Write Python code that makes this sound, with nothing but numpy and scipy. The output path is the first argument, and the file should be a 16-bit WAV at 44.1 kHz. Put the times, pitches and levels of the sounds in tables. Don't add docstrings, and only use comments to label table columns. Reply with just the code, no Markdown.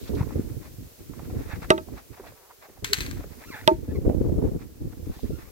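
import sys
import numpy as np
from scipy import signal
from scipy.io import wavfile

SR = 44100
rng = np.random.default_rng(int(sys.argv[2]) if len(sys.argv) > 2 else 0)


def dump_mix(stems):
    frames = np.atleast_2d(stems).T
    limited = np.clip(frames, -1, 1)
    pcm = np.round(limited * 32767).astype(np.int16)
    wavfile.write(sys.argv[1], SR, pcm)


N = 242991
T = np.arange(N) / SR
SNAP_RISE_S = 0.0003
RASP_BAND_HZ = [1470, 2600]
# centre_hz, width_hz, gain_db
SPLINTER_RESONANCES = [(1000, 600, -8), (1597, 220, 1), (1930, 490, 0), (2600, 1040, -3), (3130, 550, -3.5),
                       (4150, 630, -7), (4800, 770, -10), (6300, 760, -11.5), (7900, 850, -13),
                       (12300, 10000, -21.5)]


def from_db(db):
    return 10 ** (np.asarray(db) / 20)


def rms_one(x):
    return x / np.sqrt(np.mean(x ** 2) + 1e-20)


def in_time(rows):
    times, *columns = np.transpose(rows)
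    return [np.interp(T, times, column) for column in columns]


def cut(x, hz, kind, order=2):
    sections = signal.butter(order, np.clip(hz, 10, .45 * SR), kind, fs=SR, output="sos")
    return signal.sosfilt(sections, x)


def pan(db):
    return from_db(np.array([db, -db]).reshape(2, -1) / 2)


def at_ports(x, left_late_s, pan_db):
    delays_s = max(left_late_s, 0), max(-left_late_s, 0)
    return np.array([np.roll(x, round(s * SR)) for s in delays_s]) * pan(pan_db)


def drift(rate_hz, step=40):
    r = np.exp(-2 * np.pi * step * rate_hz / SR)
    slow = signal.lfilter([1], [1, -2 * r, r * r], rng.standard_normal(N // step + 2002))[2000:]
    return np.interp(np.arange(N) / step, np.arange(len(slow)), rms_one(slow))


def coloured(spectrum):
    edges = 22 * 2 ** np.arange(0, 10, .5)
    hz, db = np.transpose(spectrum)
    white, out = rng.standard_normal((2, 2, N)), 0
    for k, (low, high) in enumerate(zip(edges, edges[1:])):
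        gain = from_db(np.interp(np.log(low * high) / 2, np.log(hz), db))
        out += gain * cut(white[k % 2], [low, high], "band")
    return rms_one(out)


def ring(clicks, hz, t60):
    r, w = np.exp(-np.log(1000) / (t60 * SR)), 2 * np.pi * hz / SR
    return signal.lfilter([0, np.sin(w)], [1, -2 * r * np.cos(w), r * r], clicks + 1e-18)


def resonate(x, resonances):
    out = 0
    for k, (hz, width, db) in enumerate(resonances):
        r = np.exp(-np.pi * width / SR)
        poles = [1, -2 * r * np.cos(2 * np.pi * hz / SR), r * r]
        out += (-1) ** k * from_db(db) * (1 - r * r) / 2 * signal.lfilter([1, 0, -1], poles, x + 1e-18)
    return out


def swell(s, rise, decay, hold=0):
    return np.exp(-np.clip(np.maximum((s - T) / rise, (T - s - hold) / decay), 0, 40))


def stroke(s, half_length):
    return np.exp(-np.minimum(((T - s) / half_length) ** 2 / 2, 40))


def snap(s, decay, resonances):
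    shape = swell(s, SNAP_RISE_S, decay)
    burst = resonate(shape * rng.standard_normal(N), resonances)
    return burst * np.sqrt(np.sum(shape ** 2) / np.sum(burst ** 2))


def air(gain_db=6):
    # frequency_hz, density_db
    spectrum = [(30, 2), (70, -14), (200, -24), (420, 6), (800, -7), (1200, -10.5), (3000, -9.5),
                (5500, -8.5), (7800, -6.5), (9000, -13), (11700, -5), (16000, -6.5)]
    # time_s, level_db
    levels = [(0.0, -55.5), (0.31, -57.5), (0.95, -58.5), (1.61, -57.5), (1.89, -59.5), (2.82, -62),
              (3.01, -54), (3.24, -59), (3.58, -56), (3.76, -61), (4.5, -61), (4.76, -62.5), (5.22, -58.5),
              (5.51, -60)]
    return from_db(in_time(levels)[0] + gain_db) * coloured(spectrum)


def flow_strength(upper, breeze_upper_db=-12, attack_s=0.0047, release_s=0.015):
    # time_s, level_db
    breeze = [(0.0, -33.5), (0.36, -35), (0.62, -41.5), (0.96, -61), (1.18, -38.5), (1.43, -38),
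              (1.78, -39.5), (2.13, -65), (2.33, -46.5), (2.36, -67.5), (2.63, -67.5), (3.0, -35.5),
              (3.46, -51), (3.66, -44.5), (3.84, -31.5), (4.3, -26), (4.55, -34.5), (4.62, -40.5),
              (4.77, -50.5), (5.0, -40.5), (5.51, -47)]
    # start_s, hold_s, level_db, upper_relative_db, left_minus_right_db
    gusts = [(0.094, 0.094, -30.5, -5.5, -6), (0.35, 0.066, -32, -6, -3.5), (0.566, 0.009, -32.5, -20, -15),
             (0.691, 0.16, -39.5, -39, -6.5), (0.99, 0.011, -37, -11, -10), (1.087, 0.0068, -33.5, -34, -3),
             (1.312, 0.089, -31, -8, -6.5), (1.537, 0.023, -27, -21, 3), (1.872, 0.099, -41.5, -9.5, -1.5),
             (2.105, 0.018, -44.5, -17, -9.5), (2.828, 0.0082, -35.5, -8.5, 1),
             (3.016, 0.18, -35.5, -33, 0.5), (3.301, 0.017, -48, -23, -11), (3.891, 0.11, -33.5, -7, 0),
             (4.055, 0.075, -27, 2, -5), (4.21, 0.13, -33.5, -0.5, 0.5), (4.381, 0.12, -31, -0.5, 1),
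             (4.535, 0.039, -34, -5, 4), (4.811, 0.064, -33.5, -14.5, 0.5), (5.049, 0.06, -35, -12, 3.5),
             (5.232, 0.12, -30, -16, -3.5)]
    power = (from_db(in_time(breeze)[0] + upper * breeze_upper_db) * pan(-2.5)) ** 2
    for s, hold, db, upper_db, pan_db in gusts:
        power += (from_db(db + upper * upper_db) * pan(pan_db) * swell(s, attack_s, release_s, hold)) ** 2
    return np.sqrt(power)


def wind(gain_db=1, puffs_per_s=45, puff_decay_s=0.014, steady=0.17, split_hz=240, port_edge_hz=28.6):
    # frequency_hz, density_db
    spectrum = [(22, -5), (60, 3.5), (100, 1.5), (180, -11.5), (310, -1), (420, -4), (560, -39), (800, -79),
                (1200, -62), (2500, -57.5)]
    hits = (rng.random((2, N)) < puffs_per_s / SR) * rng.uniform(0.34, 1, (2, N))
    puff_energy = signal.lfilter([1], [1, -np.exp(-2 / (puff_decay_s * SR))], hits + 1e-18)
    lumps = rms_one(cut(np.sqrt(steady ** 2 + 2 * puff_energy), 230, "low"))
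    flow = cut(coloured(spectrum) * lumps, port_edge_hz, "high")
    low = rms_one(cut(flow, split_hz, "low", order=4)) * flow_strength(upper=False)
    upper = rms_one(cut(flow, split_hz, "high", order=4)) * flow_strength(upper=True)
    return from_db(gain_db) * (low + upper)


def jacket(rustle_db=-66.5, flutter_db=3.5, catch_db=3, firm_db=-41.5, rasp_growth=2.7, muffle_hz=2760):
    # frequency_hz, density_db
    spectrum = [(300, -9), (550, 9), (900, 8.5), (1500, 6.5), (2300, 4), (3100, 6.5), (4500, 1),
                (9000, -9.5), (16000, -55)]
    # peak_s, half_length_s, level_db
    rubs = [(0.087, 0.044, -56.5), (0.208, 0.023, -46.5), (0.32, 0.098, -53.5), (0.648, 0.019, -49),
            (1.184, 0.054, -55), (1.45, 0.087, -50), (1.53, 0.021, -42), (1.637, 0.018, -44.5),
            (1.979, 0.029, -53), (2.135, 0.0082, -50.5), (2.235, 0.078, -53.5), (2.514, 0.016, -65),
            (2.644, 0.014, -50.5), (3.178, 0.06, -54), (3.331, 0.013, -51.5), (3.41, 0.021, -49.5),
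            (3.566, 0.022, -47), (4.124, 0.03, -70), (4.62, 0.021, -51), (5.143, 0.041, -54),
            (5.401, 0.019, -52.5), (5.48, .03, -58)]
    rub_power = sum((from_db(db) * stroke(s, half)) ** 2 for s, half, db in rubs)
    strength = np.sqrt(from_db(rustle_db) ** 2 + rub_power)
    mid, side = coloured(spectrum)
    hiss = (mid + from_db(-1) * side * [[1], [-1]]) * strength * from_db(flutter_db * drift(21.3) - 1)
    rasp = rms_one(cut(rng.standard_normal(N), RASP_BAND_HZ, "band") * from_db(catch_db * drift(250)))
    rasp *= from_db(firm_db - 2) * (strength / from_db(firm_db)) ** rasp_growth
    cloth = hiss + rasp + sleeve()
    sheen = from_db(-8) * cut(cloth, 2500, "high", order=4)
    return cut(cloth, muffle_hz, "low", order=8) + sheen


def scuffs(centre_hz=3800, width_hz=1400, grain_db=3):
    # peak_s, half_length_s, level_db
    passes = [(0.032, 0.025, -54.5), (.082, 0.0084, -50.5), (0.156, 0.0074, -51), (2.278, 0.0098, -56),
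              (5.213, 0.081, -60)]
    grind = rms_one(resonate(rng.standard_normal((2, N)), [(centre_hz, width_hz, 0)]))
    envelope = sum(from_db(db) * stroke(s, half) for s, half, db in passes)
    return grind * from_db(grain_db * drift(200)) * envelope


def buffeting(band_hz=(480, 732), level_db=-46, growth=2.1, strong_db=-28):
    roar = rms_one(cut(rng.standard_normal((2, N)), band_hz, "band", order=4))
    return roar * from_db(level_db) * (flow_strength(upper=True) / from_db(strong_db)) ** growth


def flicks(width_share=0.23, dull_hz=1900):
    # start_s, level_db, centre_hz, decay_s
    folds = [(0.206, -33, 900, 0.0075), (0.228, -36.5, 1120, 0.003), (0.275, -42, 900, 0.0019),
             (0.304, -41, 900, 0.0091), (1.133, -40.5, 1050, 0.0025), (1.192, -38.5, 750, 0.006),
             (1.296, -42, 700, 0.0047), (1.884, -41.5, 700, 0.005), (1.934, -44.5, 550, .005),
             (2.195, -34.5, 380, 0.01), (2.32, -43, 567, 0.0024), (3.238, -33, 426, 0.0041),
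             (4.931, -45, 750, 0.0025), (5.191, -40, 810, 0.0023)]
    pats = sum(from_db(db) * snap(s + 0.00157, decay, [(hz, width_share * hz, 0)])
               for s, db, hz, decay in folds)
    return at_ports(cut(pats, dull_hz, "low", order=3), .0001, -2.4)


def eddies(arrival_spread_s=0.0017):
    # centre_s, frequency_hz, level_db, left_minus_right_db
    vortices = [(0.214, 104, -11, 3), (0.395, 247, -13, 1), (3.504, 300, -26.5, 0), (3.892, 173.5, -19, 0),
                (3.992, 280, -20.5, -12), (4.072, 66, -9.5, -1), (4.081, 310, -7.5, 2),
                (4.1, 396, -15, -10), (4.297, 340, -17, 2), (4.323, 182, -12.5, 2.5), (4.422, 480, -21, -1),
                (4.556, 259, -21, -1), (5.307, 320, -25.5, 5)]
    out = 0
    for s, hz, db, pan_db in vortices:
        distance_squared = (np.pi * hz * (T - s - rng.normal(0, arrival_spread_s, (2, 1)))) ** 2
        pressure = (2 * distance_squared - 1) * np.exp(-np.minimum(distance_squared, 40))
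        out += from_db(db) * pan(pan_db) * pressure
    return out


def ribs(ribs_hz):
    # harmonic_number, level_db
    harmonics = [(1, -8.5), (2, -4.5), (3, -10.5), (4, -5), (5, -14)]
    waver = np.minimum(.04 * (1050 / ribs_hz) ** 3, .1)
    phase = 2 * np.pi * np.cumsum(ribs_hz * (1 + waver * drift(250))) / SR
    return sum(from_db(db) * np.sin(k * phase) for k, db in harmonics)


def sleeve(catch_db=4, rasp_db=-6, rasp_below_hz=900):
    # time_s, rib_rate_hz, level_db
    swing = [(3.425, 760, -57), (3.443, 880, -43), (3.465, 1270, -55), (3.492, 1400, -42),
             (3.515, 1100, -42.5), (3.54, 900, -35), (3.56, 780, -38.5), (3.585, 700, -44.5),
             (3.612, 970, -44), (3.65, 560, -56)]
    # peak_s, half_length_s, level_db, rib_rate_hz, glide_octaves_per_s
    squeaks = [(.647, 0.011, -53, 1030, 4), (1.532, .017, -40, 830, -5), (1.642, .011, -48, 850, -5.5),
               (3.907, .014, -48, 850, 5), (3.961, 0.0093, -45, 1100, -6.5), (5.159, 0.025, -57, 860, 5),
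               (5.267, 0.015, -55, 1040, 10.5), (5.345, 0.025, -52, 1400, 1.5), (5.455, .011, -55, 1080, 7)]
    ribs_hz, swing_db = in_time(swing)
    rasp = rms_one(cut(rng.standard_normal(N), RASP_BAND_HZ, "band"))
    slide = ribs(ribs_hz) + from_db(rasp_db) * np.minimum(rasp_below_hz / ribs_hz, 1) ** 4 * rasp
    slide *= from_db(swing_db) * (T > swing[0][0]) * (T < swing[-1][0])
    s, half, db, hz, glide = np.transpose(squeaks)
    k = np.searchsorted((s[1:] + s[:-1]) / 2, T)
    squeak_hz = hz[k] * 2 ** np.clip(glide[k] * (T - s[k]), -1, 1)
    squeak = from_db(db[k]) * stroke(s[k], half[k]) * ribs(squeak_hz)
    return at_ports((slide + squeak) * from_db(catch_db * drift(180)), .0001, -0.33)


def chops(push_late_s=0.0011, grip_t60_s=0.2, grain_db=4, crunch_decay_s=0.0064, fizz_db=-46):
    # start_s, ring_db, crack_db, crunch_db, place (0 = point, 1 = flat edge), brightness_hz
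    blows = [(1.7037, -0.5, 3, -15.5, 0.011, 7500), (1.7156, -23, -31, -31, .1, 9000),
             (1.7786, -22.5, -28, -33, 0.08, 15000), (3.6764, -6.5, 2.5, -13.5, 0.88, 11900)]
    # pitch_hz, t60_s, point_struck_db, edge_struck_db
    modes = [(203, 0.23, -27.5, -30), (375.4, 0.16, -13, -9), (418, 0.046, -10, -20.5),
             (478, 0.11, -25, -27), (630, 0.12, -8, 0), (903, .19, -21.5, -17.5), (909, 0.14, -32, -1),
             (1182, 0.07, -13.5, -9.5), (1295, 0.085, -11, -18), (1560, 0.049, -11.5, -14),
             (1945, 0.021, -7.5, -16), (2500, 0.045, -23, -20), (2700, 0.038, -22.5, -27.5),
             (3130, 0.026, -22, -23), (3800, 0.04, -20.5, -27)]
    # centre_hz, width_hz, gain_db
    edge = [(2440, 850, 2), (3160, 550, 7.5), (3780, 780, 2.5), (5380, 870, -5), (7550, 470, -5.5),
            (11800, 3200, -13)]
    # centre_hz, width_hz, gain_db
    crunch = [(280, 540, -5), (750, 370, 3.5), (1430, 480, -6.5), (2550, 300, -14), (5200, 3800, -26)]
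    starts, ring_db, _, _, place, _ = np.transpose(blows)
    pushes = np.round((starts + push_late_s) * SR).astype(int)
    out = np.zeros(N)
    for hz, t60, point_db, edge_db in modes:
        clicks = np.zeros(N)
        clicks[pushes] = from_db(ring_db + point_db + place * (edge_db - point_db))
        out -= ring(clicks, hz, min(t60, grip_t60_s))
    crumbs, uneven = 0, rms_one(from_db(grain_db * drift(300)))
    for s, _, crack_db, crunch_db, _, bright_hz in blows:
        contact = from_db(11.5) * resonate(signal.unit_impulse(N, round(s * SR)), edge)
        fracture = from_db(-10.5) * snap(s + 0.000063, 0.00092, edge)
        out += from_db(crack_db) * cut(contact + fracture, bright_hz, "low", order=1)
        out += from_db(crunch_db) * uneven * snap(s + 0.0023, crunch_decay_s, crunch)
        crumbs += from_db(crack_db + fizz_db) * swell(s, rise=0.0087, decay=0.04)
    fizz = crumbs * rms_one(resonate(rng.standard_normal((2, N)), SPLINTER_RESONANCES))
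    return at_ports(cut(out, 110, "high"), .00034, -3.5) + fizz


def groans():
    # peak_s, pitch_hz, level_db, rise_s, decay_s
    notes = [(2.931, 410, -25, 0.015, 0.0038), (1.742, 330, -22, 0.0073, 0.025),
             (3.718, 339, -12, 0.0046, 0.011)]
    out = sum(from_db(db) * swell(s, rise, decay) * np.sin(2 * np.pi * hz * (T - s))
              for s, hz, db, rise, decay in notes)
    return at_ports(out, 0.00053, -1.7)


def brushes(width_share=0.31, dull_hz=2600):
    # peak_s, half_length_s, level_db, centre_hz
    touches = [(2.18, 0.011, -52, 790), (2.244, 0.011, -46.5, 670), (2.271, 0.0038, -43.5, 565),
               (2.275, .006, -48, 1920), (2.51, 0.0082, -49, 1000), (2.658, 0.013, -50, 715),
               (2.698, 0.0072, -47.5, 412), (2.776, 0.009, -53.5, 640), (3.209, 0.0061, -46.5, 650)]
    out = 0
    for s, half, db, hz in touches:
        puff = rms_one(resonate(rng.standard_normal(N), [(hz, width_share * hz, 0)]))
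        out += from_db(db) * stroke(s, half) * puff
    return at_ports(cut(out, dull_hz, "low", order=4), .0001, -1)


def creak(peak_s=2.43, level_db=-60.5, slips_per_s=190, jitter=0.053, centre_hz=900, width_hz=600):
    cycles = np.cumsum(slips_per_s * (1 + jitter * drift(30))) / SR
    slips = np.diff(np.floor(cycles), prepend=0)
    ticks = rms_one(cut(resonate(slips, [(centre_hz, width_hz, 0)]), 1700, "low"))
    return at_ports(from_db(level_db) * stroke(peak_s, half_length=0.066) * ticks, .0001, 0)


def blade(splinters_per_s=2000, grit_edge_hz=1900, skitter_db=-8.5, scatter_db=-5):
    # start_s, snap_db, decay_s, low_edge_hz, shard_hz, shard_db, grit_db
    bites = [(2.8444, -16, 0.0021, 1230, 3450, -23, -28), (2.8545, -34, .003, 3000, 4900, -38, -40),
             (2.886, -39, .002, 1800, 4300, -42, -46), (2.9315, -7.5, 0.0033, 3000, 4150, -5, -22),
             (2.9408, -22, 0.0042, 2500, 4370, -23, -36), (3.005, -22, 0.0053, 1800, 4150, -20.5, -31.5),
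             (3.0157, -28.5, .004, 1400, 3700, -36, -44), (3.062, -28, 0.0028, 890, 4060, -43, -55),
             (3.11, -28.5, 0.0029, 900, 4100, -50, -59)]
    breaks, trail_power = 0, 0
    for s, db, decay, edge_hz, shard_hz, shard_db, grit_db in bites:
        breaks += from_db(db - 3) * cut(snap(s + 0.00085, decay, SPLINTER_RESONANCES), edge_hz, "high")
        shard = swell(s + 0.0019, rise=0.00048, decay=0.00078) * np.sin(2 * np.pi * shard_hz * (T - s))
        breaks += from_db(shard_db) * shard
        burst, skitter = (swell(s + 0.001, rise=0.0012, decay=fall_s) for fall_s in (0.008, 0.071))
        trail_power += from_db(grit_db + 2) ** 2 * (burst ** 2 + (from_db(skitter_db) * skitter) ** 2)
    sizes = from_db(4.5 * np.minimum(rng.exponential(1, (3, N)), 4)) * rng.choice([-1, 1], (3, N))
    hits = rng.random((3, N)) < splinters_per_s / SR
    splinters = resonate(sizes * hits, SPLINTER_RESONANCES)
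    grit = rms_one(cut(splinters, grit_edge_hz, "high", order=1)) * np.sqrt(trail_power)
    return at_ports(breaks + .5 * grit[0], -0.00026, 5.5) + from_db(scatter_db) * grit[1:]


def scene():
    ice = chops() + blade() + scuffs() + groans()
    return ice + wind() + buffeting() + eddies() + jacket() + flicks() + brushes() + creak() + air()


def record(dry, cutoff_hz=16000):
    limited = dry / (1 + dry ** 8) ** (1 / 8)
    return signal.sosfilt(signal.ellip(10, .2, 70, cutoff_hz, fs=SR, output="sos"), limited)


dry = scene()
out = record(dry)
dump_mix(out)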